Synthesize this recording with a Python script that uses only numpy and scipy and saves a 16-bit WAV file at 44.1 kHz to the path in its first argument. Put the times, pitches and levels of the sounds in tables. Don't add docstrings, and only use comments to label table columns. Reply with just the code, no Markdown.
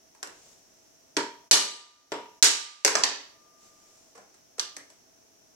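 import sys
import numpy as np
from scipy import signal
from scipy.fft import rfft, irfft, next_fast_len
from scipy.io import wavfile
from scipy.ndimage import uniform_filter1d, minimum_filter1d

SR = 44100
rng = np.random.default_rng(int(sys.argv[2]) if len(sys.argv) > 2 else 0)


def waveform_to_disk(signal):
    frames = np.transpose(np.atleast_2d(signal))
    scaled = np.clip(frames, -1, 1) * 32767
    samples = np.round(scaled).astype(np.int16)
    wavfile.write(sys.argv[1], SR, samples)


N = 245107
T = np.arange(N) / SR
SIDES = np.array([[1], [-1]])


# (time [s], force [dB], firmness of the tooth's seat [dB])
HAMMER_BLOWS = [(1.1673, 1.5, 1), (1.5117, 33.5, 8), (2.1192, -6, 2), (2.4257, 36.5, -4)]
# (frequency [Hz], level at 0 dB force [dB], growth [dB/dB])
HAMMER_TONE = [(450, 14.5, -0.4077), (1507, 3.5, -0.17), (3517, -1, 0.04), (6030, -2, 0.1478),
               (11000, -5.5, 0.2536)]
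# (level at 0 dB force [dB], growth [dB/dB])
HAMMER_RINGS = [(-51.5, 1.3853), (-41.5, 0.7888), (-27.5, 0.434)]
# (frequency [Hz], lift [dB/dB of seat])
SEAT_THUMP = [(160, 1), (900, 0)]
def hammer_blows(plate, shimmer_db=-5.0):
    out = np.zeros((2, N))
    for s, force_db, seat_db in HAMMER_BLOWS:
        tone = [(hz, db + growth * force_db) for hz, db, growth in HAMMER_TONE]
        crack = tilt(contact(force_db, tone, t60=0.0097), SEAT_THUMP, seat_db)
        anvil_db, blade_db, bench_db = (db + growth * force_db for db, growth in HAMMER_RINGS)
        rings_db = [anvil_db + seat_db, blade_db, bench_db]
        add(out, s, strike(s, crack, rings_db, undb(shimmer_db) * plate, wet_db=0.07, ring_wet_db=-16.5))
    return out


# (time [s], force [dB], dullness [dB], sharpness [dB])
TOOL_KNOCKS = [(0.2286, -14.5, 19, 7), (2.8481, 16.5, 11.5, 6), (2.861, 7.5, 11, 0), (2.8772, 8.5, 16.5, 0),
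               (2.9530, 8.5, 16.5, -2.5), (3.036, 11, 5, -5.5), (4.5950, -2.5, 0, 0),
               (4.7660, -19, 18.5, 7)]
# (frequency [Hz], level [dB])
TOOL_TONE = [(200, -4), (480, 1.5), (750, -1.5), (1500, 0), (3200, -1), (5600, 6), (11000, 1)]
# (anvil [dB], blade [dB], bench [dB])
TOOL_RINGS = [-62, -50, -59.5]
# (frequency [Hz], lift [dB/dB of dullness])
DULL_BASS = [(500, 1), (1500, 0.52), (3600, 0)]
# (frequency [Hz], lift [dB/dB of sharpness])
EDGE_TICK = [(6200, 0), (11000, 1)]
def tool_knocks(plate, shimmer_db=-14):
    out = np.zeros((2, N))
    for s, force_db, dull_db, edge_db in TOOL_KNOCKS:
        crack = tilt(contact(force_db, TOOL_TONE, t60=0.013), DULL_BASS, dull_db)
        crack = tilt(crack, EDGE_TICK, edge_db)
        anvil_db, blade_db, bench_db = force_db + np.array(TOOL_RINGS)
        rings_db = [anvil_db, blade_db, bench_db + dull_db]
        add(out, s, strike(s, crack, rings_db, undb(shimmer_db) * plate, wet_db=-2.5, ring_wet_db=-2.5))
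    return out


# (frequency [Hz], level [dB])
STEEL_SPECTRUM = [(40, -34), (130, -17.5), (220, -9.5), (330, -6.5), (700, 0.5), (1200, 5), (2000, 5),
                  (3300, 3), (5500, 3.5), (7800, 1.5), (9000, -8.5), (11500, -9), (13500, -22),
                  (16000, -21.5)]
def contact(force_db, tone, t60, rise_t60=0.012, evenness=0.22, size=4096):
    t = T[:size]
    spectrum = rfft(diffuse(size) * fade(t, t60) * (1 - fade(t, rise_t60)))
    burst = irfft(spectrum / np.abs(spectrum) ** evenness) * fade(t, 3 * t60)
    burst /= np.sqrt(np.sum(burst ** 2, axis=1, keepdims=True))
    return undb(force_db) * colour(colour(burst, STEEL_SPECTRUM), tone)


# (frequency [Hz], level [dB], t60 [s])
ANVIL_MODES = [(3461, -18, .3), (4047, -15, .3), (4254, -9, .33), (4391, -5, .34), (4406, -1, .17),
               (5180, -12, .27), (5437, -12, .3), (6114, -14, .28), (7323, -15, .25), (7996, -10, .42),
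               (8032, -10, .42), (10130, -24, .3), (11050, -12, .3)]
BLADE_MODES = [(1010, -17, 1.4), (1198, -1, 5.0), (1364, -3, .6), (1779, -2, .5), (2045, -3, .35),
               (2428, -9, .5), (2858, -6, .4), (2995, -6, .4)]
BENCH_MODES = [(287, -6, .3), (303, -6, .28), (330, -6, .25), (393, -3, .36), (432, -3, .34), (470, -7, .3),
               (548, -8, .22), (587, -12, .33), (651, -9, .22), (885, -10, .42), (921, -6, .46),
               (961, -6, .52), (1028, -13, .45), (1120, -10, .3)]
# (frequency [Hz], level [dB])
DIRECT_PATH = [(120, -38), (400, 1.5), (1000, -5), (3500, 1.5), (6000, 5.5), (12000, -1)]
def strike(s, crack, rings_db, plate, wet_db, ring_wet_db):
    anvil, blade, bench = undb(rings_db)
    close = blade * ring(BLADE_MODES, SR) * grip(s, SR)
    add(close, 0, anvil * ring(ANVIL_MODES, SR // 2) + bench * ring(BENCH_MODES, SR // 2))
    into_room = undb(ring_wet_db) * close
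    add(into_room, 0, undb(wet_db) * crack)
    direct = colour(crack, DIRECT_PATH)
    add(close, 0, direct)
    add(close, 0, undb(wet_db) * signal.fftconvolve(direct, echoes(), axes=1))
    add(close, 0, signal.fftconvolve(crack, plate, axes=1))
    sound = signal.fftconvolve(into_room, room(), axes=1)
    add(sound, 0, close)
    return sound


def ring(modes, size):
    t, out = T[:size], 0
    for hz, db, t60 in modes:
        skew = SIDES * min(hz / 2000, 1) * rng.uniform(-0.35, 1) * np.pi / 2
        phase = 2 * np.pi * (hz * t + rng.random()) + skew
        out = out + undb(db) * fade(t, t60) * np.sin(phase)
    return out * (1 - fade(t, 0.018))


def shimmer(count=320, t60=0.27, spread_db=4):
    modes = [(1500 + 10500 * pitch, spread_db * (2 * level - 1), t60 * (.6 + .8 * decay))
             for pitch, level, decay in rng.random((count, 3))]
    return unit_energy(ring(modes, SR // 2))


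# (time [s], level [dB])
BLADE_SWELL = [(3.1, -1.5), (3.32, -6.5), (3.42, -1), (3.68, 1), (3.9, -1.5)]
def grip(s, size, damping_db_per_s=79, let_go_s=3.25, take_hold_s=3.91):
    t = s + T[:size]
    held_s = t - np.clip(t, let_go_s, take_hold_s)
    swell_db = np.interp(t, *np.transpose(BLADE_SWELL))
    return undb(swell_db - damping_db_per_s * (held_s - held_s[0]))


# (time [s], force [dB], dullness [dB], nominal t60 [s])
LIGHT_TOUCHES = [(0.1490, -39.5, 26.5, 0.012), (0.272, -24.5, 17, 0.023), (4.151, -33, 27.5, 0.14),
                 (4.176, -34, 30.5, 0.062), (4.341, -37, 14.5, 0.06), (4.5815, -26, 26.5, 0.027),
                 (4.9, -32.5, 9, 0.045)]
# (frequency [Hz], level [dB])
TICK_TONE = [(450, -1.5), (1500, -2.5), (3600, -1.5), (8500, 7), (12000, 6)]
def touches():
    out = np.zeros((2, N))
    for s, force_db, dull_db, t60 in LIGHT_TOUCHES:
        tick = tilt(contact(force_db, TICK_TONE, t60), DULL_BASS, dull_db)
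        add(out, s, colour(tick, DIRECT_PATH))
        add(out, s, signal.fftconvolve(tick, room(), axes=1))
    return out


# (frequency [Hz], left minus right [dB])
MIC_BALANCE = [(120, 1.5), (300, 1), (1200, -1.5), (3000, -0.5), (4500, -4.5), (6500, -3), (8500, 10.5),
               (11500, 8.5), (14000, 3.5)]
def metalwork():
    plate = shimmer()
    steel = hammer_blows(plate) + tool_knocks(plate) + touches()
    return np.array([tilt(channel, MIC_BALANCE, side / 2) for channel, side in zip(steel, (1, -1))])


# (time [s], half-width [s], level [dB])
SLEEVE_SWELLS = [(0.45, 0.13, -57.5), (0.78, 0.29, -68.5), (3.653, 0.059, -60), (3.924, 0.23, -61.5)]
def sleeves(grain_db=1.0):
    swell = sum(undb(db) * np.exp(-((T - s) / width) ** 2) for s, width, db in SLEEVE_SWELLS)
    knots = np.arange(0, N, SR // 200)
    grain = undb(grain_db * np.interp(np.arange(N), knots, rng.standard_normal(len(knots))))
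    cloth_tone = [(100, 0), (500, 4.0), (1500, -4.0), (4000, -1.5), (7000, 7.0), (9500, -7), (15000, -15)]
    hiss = colour(diffuse(N), cloth_tone)
    return swell * grain * hiss / hiss.std()


# (delay [s], relative level [dB])
NEAR_ECHOES = [(.0048, -4.5), (0.014, -21.5), (.026, -21.5)]
def echoes(size=2048):
    out = np.zeros((2, size))
    for delay, db in NEAR_ECHOES:
        arrival = (SR * (delay + rng.uniform(0, .0004, 2))).astype(int)
        out[[0, 1], arrival] += undb(db)
    return out


# (frequency [Hz], t60 [s])
WALL_DECAY = [(100, 0.28), (400, 0.41), (1200, 0.34), (3000, 0.45), (6000, 0.37), (10000, 0.25),
              (15000, 0.15)]
def room(near_db=-5, near_t60=0.014, walls_db=-1, build_t60=0.048, far_db=-23, far_t60=0.73, size=SR):
    t, hz = T[:size], np.fft.rfftfreq(size, 1 / SR)
    noise, walls = rfft(diffuse(size)), 0
    for band_hz, t60 in WALL_DECAY:
        band = curve([(f, f == band_hz) for f, _ in WALL_DECAY], hz)
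        walls = walls + irfft(noise * band, size) * fade(t, t60)
    walls = walls * (1 - fade(t, build_t60))
    near = diffuse(size) * fade(t, near_t60) * (t > .003)
    far = colour(diffuse(size), [(2000, -5.5), (6000, -8.0), (11000, -19)]) * fade(t, far_t60)
    return sum(undb(db) * unit_energy(x) for db, x in [(near_db, near), (walls_db, walls), (far_db, far)])


# (frequency [Hz], relative level [dB])
AIR_SPECTRUM = [(30, -21), (90, -13.5), (200, -13.5), (280, -8), (600, -13), (655, -1.5), (710, -13),
                (1000, -18), (3700, -23), (4800, -20), (5750, -8.5), (8000, -25), (11000, -26.5),
                (16000, -29)]
def room_tone(level_db=-60.5):
    air = colour(diffuse(N, alike_hz=600, likeness=0.17), AIR_SPECTRUM)
    return undb(level_db) * air / air.std()


def diffuse(size, alike_hz=750, likeness=1.0):
    mid, side = rfft(rng.standard_normal((2, size)))
    alike = likeness / (1 + (np.fft.rfftfreq(size, 1 / SR) / alike_hz) ** 2)
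    return irfft(mid * np.sqrt(1 + alike) + SIDES * side * np.sqrt(1 - alike), size) / np.sqrt(2)


def undb(db):
    return 10 ** (np.asarray(db) / 20)


def curve(points, hz):
    f, value = np.transpose(points)
    return np.interp(np.log(np.maximum(hz, 1)), np.log(f), value)


def colour(x, points):
    n = 2 * next_fast_len(x.shape[-1])
    gain = undb(curve(points, np.fft.rfftfreq(n, 1 / SR)))
    cepstrum = irfft(np.log(gain))
    cepstrum[1:n // 2] *= 2
    cepstrum[n // 2 + 1:] = 0
    return irfft(rfft(x, n) * np.exp(rfft(cepstrum)))[..., :x.shape[-1]]


def tilt(x, shape, amount):
    return colour(x, [(hz, amount * db) for hz, db in shape])


def fade(t, t60):
    return np.exp(-np.log(1000) * t / t60)


def unit_energy(x):
    return x / np.sqrt(np.sum(x[0] ** 2))


def add(out, s, x):
    i = int(s * SR)
    out[:, i:i + x.shape[1]] += x[:, :N - i]


def scene():
    return metalwork() + sleeves() + room_tone()


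def limit(x, ceiling_db, ahead_s, release_db_per_s):
    peak_db = 20 * np.log10(np.abs(x).max(axis=0) + 1e-9)
    over_db = np.maximum(peak_db - ceiling_db, 0)
    cut_db = np.maximum.accumulate(over_db + release_db_per_s * T) - release_db_per_s * T
    n = 2 * int(ahead_s * SR / 2) + 1
    held_db = -minimum_filter1d(-cut_db, n, origin=-(n // 2))
    return x * undb(-uniform_filter1d(held_db, n, origin=n // 2))


def record(dry, top_hz=15900):
    ducked = limit(dry, ceiling_db=7.0, ahead_s=.035, release_db_per_s=27)
    limited = limit(ducked, ceiling_db=1.5, ahead_s=.001, release_db_per_s=294.5)
    lowpass = signal.ellip(8, .2, 70, top_hz, fs=SR, output="sos")
    return signal.sosfilt(lowpass, np.tanh(limited))


dry = scene()
out = record(dry)
waveform_to_disk(out)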